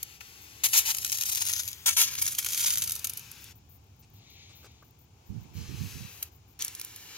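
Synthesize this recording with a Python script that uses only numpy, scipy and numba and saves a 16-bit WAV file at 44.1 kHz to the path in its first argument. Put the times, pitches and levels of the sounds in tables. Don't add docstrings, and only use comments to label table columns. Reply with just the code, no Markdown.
import sys
import numpy as np
from scipy import signal
from scipy.fft import rfft, irfft
from scipy.io import wavfile
from scipy.ndimage import uniform_filter1d, map_coordinates
from numba import njit

SR = 44100
rng = np.random.default_rng(int(sys.argv[2]) if len(sys.argv) > 2 else 0)


def log_audio(samples):
    frames = np.atleast_2d(samples).T
    limited = np.clip(frames, -1, 1)
    pcm = np.round(limited * 32767).astype(np.int16)
    wavfile.write(sys.argv[1], SR, pcm)


N = 316197
TIME, FREQS = np.arange(N) / SR, np.fft.rfftfreq(N, 1 / SR)

# (fully open [s], attack [s], shuts [s], release [s])
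TRIGGER_PULLS = [(-.1, .01, .15, .065), (.208, .008, 3.52, .012), (5.575, .045, 6.235, .07),
                 (6.597, .008, 7.3, .01)]
# (time [s], level [dB], treble [dB])
MIST_ENVELOPE = [(0, -56, 7.5), (.6, -55.5, 7), (1.8, -56, 11), (3.05, -53.5, 12), (3.3, -55, 5.5),
                 (3.52, -55.5, 6.5), (5.56, -54, 7), (5.7, -54, 2.5), (5.9, -50.5, 6.5), (6.05, -52.5, 9),
                 (6.22, -57.5, 13), (6.6, -46.5, 4), (6.75, -54.5, 11), (7.05, -53.5, 7.5),
                 (7.17, -47.5, -0.5)]
# (frequency [Hz], gain [dB])
MIST_EQ = [(290, -6.5), (500, -6), (680, -20), (799, -7.5), (1410, -3), (1610, -3.5), (1840, -4), (2430, 1),
           (3500, -0.5), (3990, 0), (6660, 0.5), (8540, -14), (10500, -10.5), (13600, -9), (15800, -15),
           (16500, -45)]
# (frequency [Hz], gain [dB])
AIR_EQ = [(350, -28.5), (650, -27), (850, -23.5), (1300, -14), (2050, -15), (2300, -9), (3100, -8),
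          (3500, -8), (5800, -5), (6100, 0), (7050, -1.5), (7600, -10.5), (9000, -7.5), (12000, 0),
          (16500, -15)]
# (start [s], length [s], start level [dB], end level [dB], 16 dB fall [s], treble [dB], bass
# [dB]); the first row is a brief tick as the trigger is pulled, the rest long pockets of air
AIR_POCKETS = [(.205, 0.0088, -48, -46, 0.0033, -6, 14), (0.635, 0.033, -24, -26.5, 0.0061, 0, 1),
               (0.73, 0.039, -24.5, -25, 0.044, -3, 0.5), (0.851, 0.064, -34.5, -27.5, 0.01, -1.5, 1),
               (1.138, 0.014, -41, -32, 0.014, -2, -6), (1.284, 0.014, -40, -29.5, 0.0075, -1, -5),
               (1.314, 0.012, -35, -32, 0.016, 2, -3), (1.412, 0.011, -35, -24.5, 0.0057, -2.5, -3),
               (1.591, 0.0097, -37, -28, 0.0063, -3, -1), (1.858, 0.037, -24.5, -23.5, .006, -0.5, -0.5),
               (1.965, 0.057, -24.5, -24, 0.032, -2, -0.5), (2.109, 0.028, -43, -42.5, 0.0092, -5, 4),
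               (2.176, 0.013, -41, -29.5, 0.0027, -5, -0.5), (2.213, 0.013, -40.5, -28, 0.0028, 6.5, -2),
               (2.64, 0.0074, -37, -25.5, 0.0039, 0, -5), (2.719, 0.011, -39, -33.5, .005, 5, -4),
               (6.594, 0.023, -48, -37, .006, -15, -7)]
# (time [s], level [dB], treble [dB], bass [dB])
FROTH_SPELLS = [
    [(0.672, -40, 0.4, 2.8), (0.714, -43.5, 4, -6), (0.79, -27.5, 2, -2), (0.834, -41, -3, 8),
     (0.93, -44, 1.2, -1.5), (1.05, -44, 1, -1.5), (1.3, -39, -1, -4.5), (1.54, -40, -1, -2),
     (1.6, -37.5, -3, -9), (1.662, -48, 3, -3), (1.75, -57, -4.5, -19)],
    [(1.9, -35.5, -2, 6), (1.958, -42, -2, -13), (2.008, -27, -6, -16.5), (2.096, -42, -10, 2.5),
     (2.24, -42.5, 6, -0.2), (2.34, -47, 2.5, -0.7), (2.47, -41.5, -1.5, -2), (2.658, -35, 1.2, -2.5),
     (2.8, -43.5, 3, -2), (2.994, -55, 2, -6), (3.04, -87, -5, -3.5)],
    [(6.595, -60, -8, -3), (6.617, -48, 0.5, -6), (6.653, -57, 6.5, -5), (6.67, -52, 2.5, 4)],
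]
# (peak time [s], level [dB], 12 dB fall [ms])
AIR_SPITS = [(0.0303, -32, 3.5), (0.722, -44, 3.1), (0.688, -38, 3.76), (0.9484, -25.5, 2.3),
             (0.9697, -36, 6.7), (0.9853, -27.5, 2.5), (1.03, -37, 4), (1.0478, -23.5, 4),
             (1.0646, -35, 7.9), (1.0984, -27, 1.4), (1.1197, -29, 2.8), (1.1263, -26.5, 8.4),
             (1.1738, -30, 2.1), (1.1867, -29, 1.2), (1.211, -28, 7.5), (1.2364, -27, 1.7),
             (1.2651, -36, 6.1), (1.35, -25, 1.9), (1.358, -25, 1.5), (1.372, -28.5, 14), (1.453, -31, 3.4),
             (1.4657, -31.5, 17), (1.4865, -25.5, 2.7), (1.495, -29, 12), (1.518, -32, 2.3),
             (1.5292, -29, 3.3), (1.536, -24.5, 3.3), (1.5642, -28.5, 3.6), (1.5796, -34, 3.5),
             (1.6347, -36, 2.1), (1.656, -46, 3.1), (1.6785, -30, 1.7), (1.686, -32.5, 3.9),
             (1.7157, -40, 2.4), (1.7315, -33, 1.1), (1.9233, -37, 8.7), (2.0788, -44, 1.9),
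             (2.1535, -31.5, 3.2), (2.257, -29, 1), (2.2662, -24.5, 2.7), (2.2773, -28.5, 13),
             (2.3221, -37, 4), (2.35, -34, 5.2), (2.3854, -27.5, 14.5), (2.4472, -27, 2.2),
             (2.463, -26, 9.1), (2.488, -27.5, 1.2), (2.522, -34, 1.5), (2.5338, -26.5, 2.3),
             (2.547, -25, 2), (2.576, -26.5, 4.6), (2.6068, -26.5, 1.8), (2.6606, -27.5, 17),
             (2.682, -27, 5.5), (2.705, -26, 9.5), (2.736, -31, 4.5), (2.757, -27.5, 2.1),
             (2.774, -26, 2.6), (2.782, -31.5, 6.9), (2.814, -39, 1.2), (2.8209, -27.5, 10),
             (2.839, -32.5, 8.7), (2.8756, -32.5, 7.8), (2.8968, -27.5, 1.3), (2.9088, -30.5, 2.4),
             (2.92, -31.5, 5.9), (2.9538, -35, 4.3), (2.963, -31, 1.5), (2.9945, -39.5, 3),
             (3.0449, -29, 11), (3.071, -34, 5.1), (3.0964, -34.5, 6.6), (3.1362, -36, 1.3),
             (3.173, -40.5, 8.4), (3.1956, -43, 1.1), (3.316, -43, 3.2), (3.443, -46, 1.1),
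             (6.2273, -33.5, 5.9), (6.5922, -42, 1.2), (6.609, -34, 1.1), (6.6234, -22.5, 1.3),
             (6.6488, -26.5, 0.81), (6.6812, -33.5, 2.2), (6.7514, -37, 1.6), (6.798, -36.5, 1.1),
             (6.8145, -34, 1.9), (6.8487, -39.5, 1.1), (6.962, -43, 1.87)]
# (frequency [Hz], width [Hz], gain [dB])
WAND_MODES = [(430, 92, -12.5), (909, 170, -2.5), (1402, 150, -3)]
# (time [s], right lags left [ms], left minus right [dB])
WAND_PAN = [(0, .27, 1.5), (1.2, 0.25, 1), (1.75, 0.15, 2), (2.25, 0.039, -1), (2.7, -0.041, -1),
            (3.5, 0.022, 1.5), (5.5, -0.0634, -1), (6.2, 0.068, 0.5), (6.7, 0.035, -3), (7.17, 0.068, -3)]
# (frequency [Hz], left minus right [dB])
MIC_BALANCE = [(100, -0.5), (600, 0.5), (900, 2.5), (1400, 4), (2000, 11), (2500, 12), (3200, 7.5),
               (4300, 3.5), (6200, 6), (7500, 0.5), (9000, -0.5), (12000, -1), (15000, 4.5)]
# (start [s], length [s], level [dB])
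GUSTS = [(5.302, 0.083, -37.5), (5.558, 0.08, -41.5), (5.697, 0.017, -29.5), (5.747, .12, -36.5),
         (5.953, 0.073, -43.5)]
# (frequency [Hz], gain [dB])
GUST_EQ = [(20, -34), (45, -14.5), (80, 0), (160, -4.5), (260, -15.5), (380, -24.5), (480, -29.5),
           (700, -68)]
# (time [s], peak [dB])
EDDIES = [(5.296, -24), (5.324, -35), (5.359, -24), (5.379, -35), (5.41, -37), (5.563, -31), (5.58, -30),
          (5.608, -31), (5.696, -36), (5.714, -35), (5.738, -35), (5.779, -45), (5.804, -24), (5.829, -27),
          (5.858, -31), (6.004, -31), (6.045, -29.5)]
# (frequency [Hz], width [Hz], gain [dB])
EDDY_MODES = [(107, 60, -2), (169, 190, -1)]
# (start [s], length [s], level [dB])
CRICKET_CHIRPS = [(0.276, .035, -59), (.41, .045, -54), (3.403, .05, -54), (3.552, .03, -57.5),
                  (3.688, 0.082, -57.5), (3.99, .025, -59), (4.13, 0.057, -61.5), (4.297, 0.063, -61.5),
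                  (4.548, 0.11, -59), (4.84, 0.048, -66), (4.984, 0.062, -64.5), (5.257, .045, -63),
                  (5.408, .035, -68), (5.535, .05, -59), (6.315, .06, -62), (6.475, 0.057, -64)]
# (frequency [Hz], width [Hz], gain [dB])
WING_MODES = [(12400, 990, -14), (14300, 1800, -2), (15100, 2000, -8.5)]
# (start [s], length [s], hollow ring [dB], scrape [dB])
HANDLE_KNOCKS = [(4.024, 0.025, -88.5, -61.5), (4.492, .03, -65, -62), (4.627, .015, -63, -65.5),
                 (4.643, 0.028, -55, -56.5), (4.823, 0.0068, -51, -75.5)]
# (frequency [Hz], width [Hz], gain [dB])
HANDLE_MODES = [(510, 610, -7), (1160, 160, -2.5), (1514, 150, -5), (2630, 670, -13.5), (5100, 4400, -17.5)]
# (frequency [Hz], gain [dB])
CLOTH_EQ = [(880, -52.5), (1500, -29), (2300, -4), (2500, -8.5), (3890, -1), (5490, -10.5), (6570, -3.5),
            (7690, -22.5), (9000, -36), (11700, -56), (19800, -120)]
# (time [s], rumble [dB], wash [dB])
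BED_ENVELOPE = [(0, -60.5, -64.5), (1, -58, -58.5), (2, -55, -65), (3, -54, -61.5), (4, -56.5, -64),
                (4.6, -55.5, -60), (5.1, -59.5, -67), (5.4, -56, -60.5), (6.2, -60, -60), (6.4, -59, -65),
                (7.17, -62, -61.5)]
# (frequency [Hz], gain [dB])
RUMBLE_EQ = [(20, -30.5), (45, -19.5), (70, -2), (100, 0.5), (145, -8.5), (200, -15.5), (300, -17.5),
             (400, -21)]
# (frequency [Hz], gain [dB])
WASH_EQ = [(300, -1), (450, -3), (580, -11), (780, -2.5), (850, -2), (950, -6.5), (1400, -13), (1950, -19),
           (2300, -12.5), (4000, -14.5), (7200, -13), (7900, -24), (11000, -24), (15500, -23)]


def nozzle(tube_hz=466, hollow_db=-20):
    mist_gain = mist()
    pocket_power = air_pockets()
    air_gain = np.sqrt(pocket_power + froth() + spits())
    round_trip = np.clip(SR / tube_hz * (1 + 0.04 * wander(16)), 2, 500)
    sprays = []
    for _ in range(3):
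        bass, middle, treble = jet(AIR_EQ) * air_gain
        cough = tube_feedback(bass, round_trip, feedback=0.33) + middle + treble
        hiss = (jet(MIST_EQ) * mist_gain).sum(axis=0)
        hollow = unit(ring(noise(), WAND_MODES)) * np.sqrt(pocket_power[1])
        sprays.append(hiss + cough + hollow * undb(hollow_db + 3 * wander(40.05)))
    return sprays[0], np.array(sprays[1:])


def jet(eq):
    spectrum = rfft(noise()) * undb(per_bin(eq))
    low = 1 / (1 + (FREQS / 2600) ** 6)
    high = 1 / (1 + (8300 / (FREQS + 1)) ** 10)
    bands = np.array([irfft(spectrum * band, N) for band in (low, 1 - low - high, high)])
    return bands / np.sqrt(np.mean(bands[1] ** 2))


def mist():
    db, treble = curves(MIST_ENVELOPE)
    trigger = sum(held(opens, shuts, attack, release) for opens, attack, shuts, release in TRIGGER_PULLS)
    return trigger * undb(db + 0.27 * wander(30) + np.outer([0, 0, 1], treble))


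def air_pockets():
    power = np.zeros((3, N))
    for start, length, start_db, end_db, fall, treble, bass in AIR_POCKETS:
        t = TIME - start
        end = length + 4 * fall
        db = np.interp(t, [0, length, length + fall, end], [start_db, end_db, end_db - 16, end_db - 52.5])
        gate = np.clip(t / 0.003, 0, 1) * (t < end)
        power += np.outer(undb([bass, 0, treble]), undb(db) * gate) ** 2
    return power


def froth(fizz_per_s=72, fizz_db=4, fizz_fall_ms=2.2):
    flutter = undb(2 * wander(70) + 1.8 * wander(220)) ** 2
    pops = impulses(fizz_per_s) * rng.exponential(size=N) * undb(fizz_db) ** 2
    fizz = signal.lfilter([1], [1, -np.exp(-1000 / (fizz_fall_ms * SR))], pops)
    power = np.zeros((3, N))
    for spell in FROTH_SPELLS:
        db, treble, bass = curves(spell)
        power += spell_gate(spell) * (flutter + fizz) * undb([db + bass, db, db + treble]) ** 2
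    return power


def spits(rise_ms=1.34, scatter_db=2, reference_db=-31.5):
    tone = np.outer([-4.5, 2], np.ones(N))
    for spell in FROTH_SPELLS:
        _, treble, bass = curves(spell)
        tone += spell_gate(spell) * (np.array([bass, treble]) - tone)
    offsets = np.arange(-(SR // 16), SR // 16)
    ms = 1000 * offsets / SR
    power = np.zeros((3, N))
    for time, db, fall_ms in AIR_SPITS:
        peak = int(time * SR)
        from_peak = np.where(ms < 0, -ms / rise_ms, ms / fall_ms)
        puff = undb(db - 12 * from_peak ** np.where(ms < 0, 2, 1.4))
        bass, treble = tone[:, peak] - scatter_db * rng.standard_normal(2)
        treble += 0.28 * (reference_db - db)
        at = peak + offsets
        power[:, at[at >= 0]] += np.outer(undb([bass, 0, treble]), puff[at >= 0]) ** 2
    return power


def spell_gate(spell):
    return uniform_filter1d(1. * ((TIME > spell[0][0]) & (TIME < spell[-1][0])), size=200)


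@njit
def tube_feedback(x, delay, feedback):
    y = np.sqrt(1 - feedback ** 2) * x
    for i in range(512, len(x)):
        whole = int(delay[i])
        part = delay[i] - whole
        y[i] += feedback * ((1 - part) * y[i - whole] + part * y[i - whole - 1])
    return y


def place_spray(direct, splash, splash_db=-8, echo_db=-6):
    lag_ms, pan_db = curves(WAND_PAN)
    right = map_coordinates(direct, [np.arange(N) - lag_ms * SR / 1000], order=3, mode="nearest")
    mix = np.array([direct, right]) + undb(splash_db) * splash + undb(echo_db) * reflections(direct)
    mix /= np.sqrt(1 + undb(2 * splash_db) + undb(2 * echo_db))
    return mic_tone(*(mix * undb([pan_db / 2, -pan_db / 2])))


def reflections(source, t60=0.035, hop_s=0.352):
    hop = int(hop_s * SR)
    t = np.arange(SR // 16) / SR
    out = np.zeros((2, N + 3 * hop + len(t)))
    padded = np.pad(source, (hop, 2 * hop))
    for i in range(0, N + hop, hop):
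        paths = rng.standard_normal((2, len(t))) * undb(-60 * t / t60) * (t > .0005)
        paths /= np.sqrt(np.sum(paths ** 2, axis=1, keepdims=True))
        piece = padded[i:i + 2 * hop] * np.sqrt(np.hanning(2 * hop))[:len(padded) - i]
        out[:, i:i + len(piece) + len(t) - 1] += signal.fftconvolve(piece[None], paths, axes=1)
    return out[:, hop:hop + N]


def wind(attack=0.022, release=0.034, breeze_db=-48.5, eddy_ms=10.3):
    breeze = undb(breeze_db) * held(5.4, 6.07, attack, release)
    gusts = sum(undb(db) * held(start, start + length, attack, release) ** 2 for start, length, db in GUSTS)
    out = np.array([unit(equalise(noise(), per_bin(GUST_EQ))) for _ in range(2)])
    out *= undb(2 * wander(35) + np.array([[-16], [1]])) * (breeze + gusts)
    n = int(SR * eddy_ms / 1000)
    push_pull = np.sin(np.linspace(0, 2 * np.pi, n)) * np.hanning(n)
    thud = ring(np.pad(push_pull, (0, SR // 10)), EDDY_MODES)
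    thud /= np.abs(thud).max()
    for time, peak_db in EDDIES:
        i = int(time * SR)
        out[1, i:i + len(thud)] += np.sign(rng.standard_normal()) * undb(peak_db) * thud
    return out


def cricket(teeth_per_s=900, ticks_per_s=9):
    teeth = impulses(teeth_per_s, (2, N)) * undb(1.58 * rng.standard_normal((2, N)))
    gate = sum(undb(db) * np.interp(TIME - start, [0, .006, length, length + .013], [.008, 1, .62, .0046])
               for start, length, db in CRICKET_CHIRPS)
    left = unit(ring(teeth[0] + 0.054 * noise(), WING_MODES)) * gate
    right = unit(ring(teeth[1], WING_MODES)) * gate
    ticks = ring(impulses(ticks_per_s) * undb(2.8 * noise() - 30), WING_MODES)
    return np.array([undb(3) * left + ticks, undb(-8.5) * right + .5 * ticks])


def handle():
    hollow = unit(ring(noise(), HANDLE_MODES[:3]))
    scrape = unit(ring(noise(), HANDLE_MODES[3:]))
    knocks = np.zeros(N)
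    for start, length, hollow_db, scrape_db in HANDLE_KNOCKS:
        gate = np.interp(TIME - start, [0, .002, length, length + 0.0063], [0, 0.93, 0.71, 0.005])
        knocks += gate * (undb(hollow_db) * hollow + undb(scrape_db) * scrape)
    return np.outer(undb([1, -1]), knocks)


def sleeve(start=4.17, peak=4.38, end=4.82, peak_db=-54.5, edge_db=-67):
    swell_db = np.interp(TIME, [start, peak, end], [edge_db, peak_db, edge_db])
    rub = unit(equalise(noise(), per_bin(CLOTH_EQ))) * undb(swell_db + wander(24.74))
    rub *= held(start, end, attack=.05, release=.055)
    return mic_tone(np.roll(rub, shift=4), rub)


def traffic_and_leaves():
    freqs = FREQS + 1
    mid, side = rfft(noise()), rfft(noise())
    width = np.clip(freqs / 800, .1, 1)
    left_right = np.array([[1], [-1]])
    stereo = (mid + left_right * width * side) / np.sqrt(1 + width ** 2)
    stereo *= undb(left_right * per_bin(MIC_BALANCE) / 2)
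    below_wash = freqs < WASH_EQ[0][0]
    rumble = unit(irfft(stereo * below_wash * undb(per_bin(RUMBLE_EQ)), N))
    wash = unit(irfft(stereo * ~below_wash * undb(per_bin(WASH_EQ)), N))
    rumble_db, wash_db = curves(BED_ENVELOPE)
    return rumble * undb(rumble_db + 1.1 * wander(7.4)) + wash * undb(wash_db + 1.1 * wander(1.827))


def mic_tone(left, right):
    half_db = per_bin(MIC_BALANCE) / 2
    return np.array([equalise(left, half_db), equalise(right, -half_db)])


def undb(db):
    return 10 ** (np.asarray(db) / 20)


def unit(x):
    return x / np.sqrt(np.mean(x ** 2))


def noise():
    return rng.standard_normal(N)


def impulses(per_s, size=N):
    return rng.random(size) < per_s / SR


def curves(table):
    times, *columns = np.transpose(table)
    return [np.interp(TIME, times, column) for column in columns]


def per_bin(table):
    hz, db = np.transpose(table)
    return np.interp(np.log(FREQS + 1), np.log(hz), db)


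def equalise(x, db):
    return irfft(rfft(x) * undb(db), N)


def wander(rate):
    hold = int(SR / rate)
    steps = np.repeat(rng.standard_normal(N // hold + 1), hold)
    return unit(uniform_filter1d(uniform_filter1d(steps, hold), hold)[:N])


def ring(x, modes):
    out = 0
    for hz, width, db in modes:
        b, a = signal.iirpeak(hz, hz / width, SR)
        out = out + undb(db) * signal.lfilter(b, a, signal.lfilter(b, a, x))
    return out


def held(start, end, attack, release):
    return np.clip((TIME - start) / attack + 1, 0, 1) * np.clip((end - TIME) / release + 1, 0, 1)


def scene():
    return place_spray(*nozzle()) + cricket() + wind() + handle() + sleeve() + traffic_and_leaves()


def record(dry, fade_hz=15800, cut_hz=16900):
    soft = signal.sosfilt(signal.ellip(6, .2, 28, fade_hz, fs=SR, output="sos"), dry)
    return signal.sosfilt(signal.ellip(10, .2, 70, cut_hz, fs=SR, output="sos"), soft)


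dry = scene()
out = record(dry)
log_audio(out)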